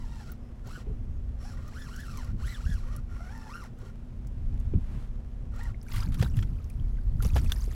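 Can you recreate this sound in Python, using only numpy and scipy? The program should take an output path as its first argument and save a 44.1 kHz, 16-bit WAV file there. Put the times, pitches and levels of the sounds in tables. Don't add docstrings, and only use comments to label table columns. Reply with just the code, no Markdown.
import sys
import numpy as np
from scipy import signal
from scipy.fft import rfft, irfft, next_fast_len
from scipy.io import wavfile
from scipy.ndimage import uniform_filter1d

SR = 44100
rng = np.random.default_rng(int(sys.argv[2]) if len(sys.argv) > 2 else 0)


def int16_out(signal):
    q = np.round(np.clip(np.atleast_2d(signal).T, -1, 1) * 32767)
    wavfile.write(sys.argv[1], SR, q.astype(np.int16))


N = 341762
T = np.arange(N) / SR

# f/Hz, gain/dB
IMPACT_EQ = [(500, -22), (900, -8), (1400, 9), (2000, 4.5), (3200, 8.5), (4500, 3.5), (7000, 0),
             (16000, -18)]
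# f/Hz, gain/dB
MIST_EQ = [(2000, -2), (4500, -4.5), (7000, -5.5), (9000, -6.5), (11000, 1.5), (16000, -11)]


def amp(db):
    return 10 ** (np.asarray(db) / 20)


def unit(x):
    return x / np.sqrt(np.mean(x ** 2) + 1e-20)


def curve(rows):
    return np.interp(T, *np.transpose(rows))


def eq_db(eq, hz):
    f, db = np.transpose(eq)
    return np.interp(np.log(hz + 1), np.log(f + 1), db)


def colour(x, eq):
    size = next_fast_len(len(x))
    gain = amp(eq_db(eq, np.fft.rfftfreq(size, 1 / SR)))
    return unit(irfft(rfft(x, size) * gain, size)[:len(x)])


def noise(size=N):
    return rng.standard_normal(size)


def wander(hz):
    slow = signal.sosfilt(signal.butter(2, hz, fs=SR / 10, output="sos"), noise(N // 10 + 1))
    return unit(np.interp(T, T[::10], slow[:len(T[::10])]))


def ring(x, hz, width_hz):
    return signal.lfilter(*signal.iirpeak(hz, hz / width_hz, SR), x)


def add(mix, at_s, sound):
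    part = mix[max(round(at_s * SR), 0):][:len(sound)]
    part += sound[:len(part)]


def burst(eq, t60_s, rise_s=0.00028):
    t = T[:SR // 5]
    puff = colour(noise(len(t)), eq) * (1 - np.exp(-t / rise_s)) * amp(-60 * t / t60_s)
    return puff / abs(puff).max()


def grains(per_s, spread_db):
    when, tail, polarity = rng.random((int(per_s * N / SR), 3)).T
    size = amp(spread_db * np.minimum(-np.log(tail), 4)) * (2 * polarity - 1)
    return np.bincount((when * N).astype(int), size, N)


def birds():
    # t/s, length/s, start f/Hz, end f/Hz, level/dB
    whistles = [(.37, 0.17, 5300, 5050, -76), (1.09, .13, 6400, 6850, -80), (6.845, 0.18, 6400, 6550, -79),
                (7.002, 0.2, 4200, 4300, -76)]
    out = np.zeros(N)
    for at_s, length_s, from_hz, to_hz, db in whistles:
        hz = np.linspace(from_hz, to_hz, int(length_s * SR))
        add(out, at_s, amp(db) * np.hanning(len(hz)) * np.sin(2 * np.pi * np.cumsum(hz) / SR))
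    return out


def lake():
    # t/s, level/dB
    wash_levels = [(0, -61), (.5, -59.5), (1.1, -60), (3.05, -61), (4.1, -60.5), (4.6, -60.5), (5.2, -60),
                   (6.6, -61), (7.75, -58.5)]
    # f/Hz, gain/dB
    wash_eq = [(180, -19), (300, -4), (354, -3.5), (689, -11.5), (900, -18), (1060, -18.5), (2790, -42.5),
               (3460, -41.5), (3830, -61), (5340, -36), (16000, -71)]
    # f/Hz, width/Hz, level/dB
    hum_tones = [(243.9, 6.9, -55.5), (212.5, 11.8, -57)]
    # t/s, level/dB
    hiss_levels = [(4.3, -65.5), (4.55, -63.5), (4.78, -63), (4.93, -57.5), (5.03, -58), (5.1, -65.5),
                   (5.2, -66)]
    # f/Hz, gain/dB
    hiss_eq = [(600, 3.5), (1400, 1), (2800, -5.5), (4500, -11.5), (7000, -14.5), (11000, -19),
               (16000, -27)]
    wash = amp(curve(wash_levels) + 0.7 * wander(15)) * colour(noise(), wash_eq)
    hum = np.zeros(N)
    for hz, width_hz, db in hum_tones:
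        peak = np.sqrt(2) * amp(db + 2 * wander(width_hz))
        drifting_hz = hz + width_hz / 2 * wander(width_hz)
        hum += peak * np.sin(2 * np.pi * np.cumsum(drifting_hz) / SR)
    hiss = amp(curve(hiss_levels)) * colour(noise() + 0.45 * unit(grains(300, 3.1)), hiss_eq)
    return wash + hum + hiss


def hull():
    # t/s, peak/dB, t60/s
    slops = [(.665, -42, 0.053), (.776, -39, 0.03), (.864, -40, 0.11), (0.896, -42, .08),
             (3.83, -43.5, 0.21), (4.738, -32, 0.045), (6.06, -52, 0.054), (7.677, -37, 0.04)]
    # f/Hz, gain/dB
    slop_eq = [(20, -46), (150, -6), (300, 1.5), (430, 10.5), (600, -16), (1200, -33), (2500, -29),
               (16000, -88)]
    out = np.zeros(N)
    for at_s, db, t60_s in slops:
        add(out, at_s, amp(db) * burst(slop_eq, t60_s, rise_s=0.00061))
    return out


def eddies(eq, span_s):
    x = colour(noise(), eq)
    return x / np.sqrt(uniform_filter1d(x ** 2, int(span_s * SR)) + 0.11)


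def wind(rumble_db=0.75, thump_db=-1, flutter_db=-46, breeze_db=-35, flutter_db_per_db=0.29):
    # t/s, level/dB
    strength = [(0.0, -32.5), (0.2, -40), (0.8, -41), (0.9, -32), (1.3, -33.5), (1.5, -39), (1.6, -33.0),
                (1.7, -39.5), (2.0, -39.5), (2.45, -30), (2.55, -41.5), (2.65, -28.0), (3.55, -44),
                (4.15, -39.0), (4.5, -27.5), (5.3, -37.0), (5.7, -30.5), (5.85, -44), (5.95, -29),
                (6.4, -28.0), (6.7, -35.5), (6.8, -30), (7.45, -23.5), (7.75, -32)]
    # f/Hz, gain/dB
    rumble_eq = [(8, -19.5), (22, 3), (40, 0.5), (65, -2.5), (90, -7.5), (120, -17), (200, -42),
                 (2000, -140)]
    # f/Hz, gain/dB
    flutter_eq = [(50, -8.5), (85, -2.5), (115, 4), (160, -6), (210, -10), (300, -19.5), (450, -38.5),
                  (800, -45.5), (8000, -130)]
    # t/s, length/s, level/dB
    buffets = [(0.915, .1, -39), (2.336, 0.063, -31.5), (2.978, .06, -38), (4.54, 0.059, -34),
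               (4.76, 0.059, -25.5), (4.954, 0.11, -36), (5.7, .1, -38), (5.973, .08, -32),
               (6.09, 0.059, -27), (6.215, 0.15, -28.5), (6.386, 0.19, -29), (6.522, 0.039, -34),
               (6.81, 0.15, -37), (7.177, 0.11, -32), (7.263, 0.071, -29), (7.389, .17, -30)]
    # t/s, level/dB, f/Hz, length/s
    thumps = [(2.688, -23.5, 148, 0.017), (4.735, -25, 327.9, 0.01), (4.745, -11.5, 92, 0.028),
              (4.763, -15.5, 147, 0.022), (6.198, -14.5, 132, 0.0206), (6.365, -16, 104.6, 0.041)]
    strength_db = curve(strength)
    flutter_gain = amp(flutter_db + flutter_db_per_db * (strength_db - breeze_db) + 2 * wander(10))
    for at_s, length_s, db in buffets:
        buffet = amp(db) * np.exp(-(2 * (T - at_s) / length_s) ** 2)
        flutter_gain = np.maximum(flutter_gain, buffet)
    rumble_gain = amp(strength_db + rumble_db + 0.9 * wander(6))
    out = rumble_gain * eddies(rumble_eq, 0.114) + flutter_gain * eddies(flutter_eq, 0.099)
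    for at_s, db, hz, length_s in thumps:
        t = T[:int(length_s * SR)]
        window = np.sin(np.pi * t / length_s) ** 2
        add(out, at_s, -amp(db + thump_db) * np.sin(2 * np.pi * hz * t) * window)
    return out


def tackle(ring_db=10, clack_s=7.52, clack_db=-26, crack_db=-2):
    # t/s, peak/dB, resonance f/Hz
    ticks = [(0.3186, -34.5, 15300), (0.6719, -44, 6170), (1.679, -45.5, 6090), (1.9624, -36, 6130),
             (2.0029, -38, 6980), (2.0663, -47, 8160), (2.1728, -37, 6100), (2.2458, -44.5, 6020),
             (2.7044, -51, 8160), (2.7396, -41, 6020), (2.9634, -36.5, 9560), (3.3767, -46, 6200),
             (3.6376, -45.5, 9660), (3.7868, -53, 7540), (4.2704, -48, 7500), (4.599, -49, 6950),
             (5.5613, -49, 7490), (5.6335, -43.5, 7570), (5.829, -44, 9150), (6.643, -45, 6030),
             (6.6993, -42.5, 9500)]
    # f/Hz, gain/dB
    tick_eq = [(1000, -22), (3000, -10), (5500, -3.5), (8500, -10.5), (11500, -1.5), (13500, -6),
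               (15200, -5), (17000, 0)]
    # f/Hz, gain/dB, t60/s
    clack_modes = [(1140, -9, 0.013), (1550, -11, 0.031), (2870, -0.5, 0.013), (3300, -0.5, 0.012),
                   (3500, 4.5, 0.015), (3770, -6, 0.014), (5500, -11, 0.013), (6130, -9, 0.032),
                   (8400, -25, .02)]
    out, t = np.zeros(N), T[:SR // 10]
    for at_s, db, hz in ticks:
        tick = burst(tick_eq, t60_s=0.026, rise_s=0.0001)
        tick += amp(ring_db) * ring(tick, hz, width_hz=1500)
        add(out, at_s, amp(db) * tick / abs(tick).max())
    modes = sum(amp(db - 60 * t / t60_s) * np.sin(2 * np.pi * (hz * t + rng.random()))
                for hz, db, t60_s in clack_modes)
    crack = burst(IMPACT_EQ, t60_s=0.011) + 0.93 * burst(MIST_EQ, t60_s=0.044)
    add(out, clack_s, amp(clack_db) * modes)
    add(out, clack_s, amp(clack_db + crack_db) * crack)
    return out


def bubble(hz, cycles, glide=0.018):
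    age = T[:SR // 25] * hz / cycles
    phase = 2 * np.pi * cycles * age * (1 + glide * age / 2)
    return np.sin(phase) * np.exp(-age) * (1 - np.exp(-10 * age))


def bubbling(lo_hz, hi_hz, per_s, spread_db, cycles):
    return unit(sum(signal.oaconvolve(grains(per_s, spread_db), bubble(hz, cycles))[:N]
                    for hz in np.geomspace(lo_hz, hi_hz, num=20)))


def churn(rise_s=0.024, t60_s=0.31, patter_db=-16, patter_t60_s=8):
    # t/s, hold/s, gurgle level/dB, fizz level/dB
    surges = [(5.913, 0.12, -48.5, -52.5), (6.193, .06, -51, -54), (6.358, 0.062, -61.5, -61.5),
              (7.241, 0.018, -50.5, -48.5), (7.321, 0.34, -59.5, -57), (7.72, .04, -54, -58.5)]
    gurgle = amp(-2) * bubbling(852, 4400, per_s=60, spread_db=3.2, cycles=3.6)
    fizz = amp(-2) * bubbling(4500, 15800, per_s=70, spread_db=4.1, cycles=6.7)
    crackle = amp(-5) * colour(grains(1500, 2.9), MIST_EQ)
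    gurgle_gain, fizz_gain = np.zeros((2, N))
    for at_s, hold_s, gurgle_db, fizz_db in surges:
        swell = np.exp(np.minimum(T - at_s, 0) / rise_s)
        after_s = np.maximum(T - at_s - hold_s, 0)
        decay_db = np.maximum(-60 * after_s / t60_s, patter_db - 60 * after_s / patter_t60_s)
        gurgle_gain = np.maximum(gurgle_gain, swell * amp(gurgle_db + decay_db))
        fizz_gain = np.maximum(fizz_gain, swell * amp(fizz_db + decay_db))
    return gurgle_gain * gurgle + fizz_gain * (fizz + crackle)


def fish(slap_db=-10, hollow_db=-2, mist_db=-2, sheet_db=-4, drop_db=-1):
    # t/s, level/dB, t60/s, relative hollow level/dB, relative mist level/dB
    slaps = [(5.9346, -34.5, 0.15, -15, -17), (5.959, -34, 0.14, -27, -1), (6.0235, -37, 0.057, -12, -21),
             (6.12, -40, 0.093, -9, -7), (6.142, -32.5, 0.05, -20, -6), (6.1937, -35, 0.065, -16, -19),
             (6.2114, -29.5, 0.085, -22, -16), (6.225, -20, 0.034, -5, -14), (6.2444, -46, 0.052, -16, -18),
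             (6.3676, -35, 0.056, -28, -5), (6.388, -29, 0.029, -28.5, -22), (6.4259, -28, 0.035, -16, -30),
             (7.2234, -33.5, 0.03, -10, 7), (7.248, -31, 0.038, 0.5, -9), (7.356, -29.5, 0.054, -2, -6),
             (7.3623, -25, 0.065, 4.5, -10), (7.379, -29, 0.06, -11, -17), (7.443, -37, 0.045, -5, 0),
             (7.495, -30.5, 0.051, -27, -20)]
    # f/Hz, gain/dB
    hollow_eq = [(20, -50), (150, -27), (400, -4.5), (650, -1), (1200, -12), (2500, -26), (16000, -80)]
    # t/s, level/dB, bubble f/Hz
    drops = [(5.745, -43, 2107), (5.815, -42.5, 5270), (5.866, -46, 1550), (5.885, -42, 2270),
             (5.945, -34.5, 1140), (5.965, -35, 1950), (6.025, -34.5, 1310), (6.061, -41, 4270),
             (6.246, -33.5, 3720), (6.262, -36.5, 1510), (6.343, -44, 2740), (6.39, -40, 1700),
             (6.426, -34.5, 3140), (6.558, -53.5, 3030), (6.587, -51, 2450), (6.6, -50, 1230),
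             (6.703, -46.5, 2390), (6.798, -47.5, 3130), (6.97, -51, 2000), (6.985, -47, 1530),
             (7.204, -32.5, 1355), (7.291, -42, 3850), (7.302, -39, 2470), (7.336, -42, 3300),
             (7.461, -38.5, 2470), (7.565, -42, 1790), (7.611, -35.5, 6050), (7.632, -40, 7000)]
    out, blows, t = np.zeros(N), np.zeros(N), T[:SR // 5]
    for at_s, db, t60_s, low_db, high_db in slaps:
        add(blows, at_s, amp(db + slap_db - 60 * t / t60_s) * (1 - np.exp(-t / 0.0021)))
        add(out, at_s, amp(db + low_db + hollow_db) * burst(hollow_eq, t60_s=0.042, rise_s=0.0011))
        add(out, at_s, amp(db + high_db + mist_db) * burst(MIST_EQ, t60_s, rise_s=0.00042))
    trapped_air = colour(bubbling(790, 8930, per_s=200, spread_db=1.2, cycles=2.7), IMPACT_EQ)
    water_sheet = amp(sheet_db) * colour(noise(), IMPACT_EQ)
    out += blows * (trapped_air + water_sheet)
    for at_s, db, hz in drops:
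        add(out, at_s, amp(db + drop_db) * bubble(hz, cycles=6.2))
    return out


def crank(stall_hz=60, running_hz=359.6, coast_s=0.045):
    # peak t/s, rise/s, fall/s, top mesh f/Hz, gear level/dB, rasp level/dB, spool share/0-1
    pushes = [(0.018, 0.059, 0.097, 981.0, -59.5, -65.5, 0.08), (0.114, 0.14, 0.23, 932.0, -59.5, -64, 0.2),
              (0.203, 0.046, 0.073, 878, -57, -61.5, 0.08), (0.315, 0.101, 0.028, 714, -57, -64, 0.14),
              (0.755, 0.089, 0.063, 1478, -51.0, -56, 0.06), (1.484, 0.082, 0.063, 849, -54, -58.5, 0.57),
              (1.665, 0.15, 0.14, 617, -57, -68, 0.12), (1.823, 0.108, 0.085, 1730, -50.5, -56.5, 0.23),
              (1.948, 0.08, 0.08, 1470, -51.5, -57, 0.05), (2.013, 0.07, 0.075, 1730, -53.5, -56, 0.07),
              (2.07, 0.07, 0.14, 1380, -52, -56, 0.07), (2.151, 0.146, 0.107, 1157.0, -50.5, -56.5, 0.16),
              (2.245, 0.082, 0.09, 552.0, -55, -66.5, 0.15),
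              (2.509, 0.097, 0.096, 2007.0, -48.5, -53.0, 0.03),
              (2.705, 0.096, 0.11, 1714, -53.5, -55.5, 0.16),
              (2.946, 0.15, 0.062, 610.4, -54.0, -64.5, 0.28), (3.282, 0.19, 0.099, 728.0, -53, -66, 0.38),
              (3.375, 0.16, 0.297, 902.0, -54, -64.5, 0.38),
              (3.582, 0.126, 0.085, 1429.0, -48, -58.0, 0.29),
              (3.829, 0.054, 0.098, 558.0, -57.5, -67, 0.15), (5.652, 0.12, 0.061, 947.0, -51.0, -62, 0.09)]
    mesh_hz, gear_gain, rasp_gain, share_sum, speed_sum = np.zeros((5, N))
    for at_s, rise_s, fall_s, top_hz, gear_db, rasp_db, share in pushes:
        from_peak = abs(T - at_s) / np.where(T < at_s, rise_s, fall_s)
        speed = np.exp(-np.minimum(from_peak ** 2.5, 30))
        mesh_hz = np.maximum(mesh_hz, top_hz * speed)
        gear_gain = np.maximum(gear_gain, amp(gear_db) * speed ** 0.79)
        rasp_gain = np.maximum(rasp_gain, amp(rasp_db) * speed)
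        share_sum += share * speed
        speed_sum += speed
    running = np.clip((mesh_hz - stall_hz) / (running_hz - stall_hz), 0, 1) ** 2
    rasp_gain = uniform_filter1d(running * rasp_gain, int(coast_s * SR))
    return np.maximum(mesh_hz, running_hz), running * gear_gain, rasp_gain, share_sum / speed_sum


def mesh_tones(teeth, mesh_hz, body_eq, even_db, count, db_per_octave=-3, waver_db=4.3, waver_hz=60):
    tones, power = np.zeros((2, N))
    for k in range(1, count + 1):
        db = db_per_octave * np.log2(k) + even_db * (k % 2 == 0) + eq_db(body_eq, k * mesh_hz)
        gain = amp(db) * (k * mesh_hz < SR / 2)
        tone = np.cos(2 * np.pi * (k * teeth + rng.random()))
        tones += gain * tone * unit(amp(waver_db * wander(waver_hz)))
        power += gain ** 2 / 2
    return tones / np.sqrt(power + 1e-12)


def reel(gear_db=0.2, rasp_db=0.1, teeth_per_turn=8, grit=0.62, uneven_db=1):
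    # f/Hz, gain/dB
    housing_eq = [(300, -2), (550, 2), (750, -2), (880, -2), (1020, -1), (1220, 8.5), (1420, 4), (1620, -5),
                  (1820, -2.5), (2100, -3.5), (2400, -14), (2700, -29), (3100, -11), (5000, -52)]
    # f/Hz, gain/dB
    rotor_eq = [(1900, -35), (2250, 4), (2650, 3), (3050, 5), (3600, 0), (4200, 4), (5000, 0), (5600, 0.5),
                (6500, -2.5), (8000, -1), (8800, -5), (11300, -3), (16000, -13)]
    # f/Hz, width/Hz, gain/dB
    rotor_modes = [(515, 93, 0), (825, 150, -8), (1188, 150, 3), (1384, 23, 11.5), (1840, 53, 1),
                   (2170, 106, -18)]
    # f/Hz, width/Hz, gain/dB
    spool_modes = [(4320, 37, -3), (5050, 77, 1.5), (5510, 90, 8.5), (5980, 67, 3), (7130, 130, -7.5),
                   (9600, 360, -6)]
    # f/Hz, gain/dB
    rasp_eq = [(1290, -72), (2200, -3), (3140, 4.5), (3500, -2.5), (4170, 6), (5390, -2.5), (6640, -2.5),
               (7970, 2), (8730, -17), (11400, -5), (13700, -19), (16000, -10)]
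    # mesh f/Hz, gear share/0-1, rasp share/0-1
    tonal_shares = [(400, .5, .05), (750, .76, .22), (1400, .9, .62)]
    mesh_hz, gear_gain, rasp_gain, spool_share = crank()
    teeth = np.cumsum(mesh_hz * (1 + 0.027 * wander(120))) / SR
    runout = np.sin(2 * np.pi * teeth / teeth_per_turn)
    teeth += 0.02 * runout
    throb = 1 + 0.55 * runout
    whine = unit(throb * mesh_tones(teeth, mesh_hz, housing_eq, even_db=1.5, count=5))
    overtones = unit(throb * mesh_tones(teeth, mesh_hz, rotor_eq, even_db=5, count=10))

    scrape = unit(noise() * (1 + 0.68 * np.cos(2 * np.pi * teeth))) + grit * unit(grains(900, 2))
    rattle = unit(sum(amp(db) * ring(scrape, hz, width_hz) for hz, width_hz, db in rotor_modes))
    spool = unit(sum(amp(db) * ring(scrape, hz, width_hz) for hz, width_hz, db in spool_modes))

    at_hz, gear_shares, rasp_shares = np.transpose(tonal_shares)
    gear_tonal = np.interp(mesh_hz, at_hz, gear_shares)
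    rasp_tonal = np.interp(mesh_hz, at_hz, rasp_shares)
    spool_share = np.clip(spool_share, 0, 0.95 - rasp_tonal)
    gears = np.sqrt(gear_tonal) * whine + np.sqrt(1 - gear_tonal) * rattle
    rasp = np.sqrt(rasp_tonal) * overtones + np.sqrt(spool_share) * spool
    rasp += np.sqrt(1 - rasp_tonal - spool_share) * colour(scrape, rasp_eq)
    hand_load = unit(amp(uneven_db * wander(28)))
    return hand_load * (amp(gear_db) * gear_gain * gears + amp(rasp_db) * rasp_gain * rasp)


def scene():
    return (reel() + tackle() + fish() + churn() + hull() + wind() + lake() + birds())[None]


def record(dry):
    lowpass = signal.firwin(511, cutoff=15950, window=("kaiser", 9), fs=SR)
    return signal.oaconvolve(dry, lowpass[None], "same")


dry = scene()
out = record(dry)
int16_out(out)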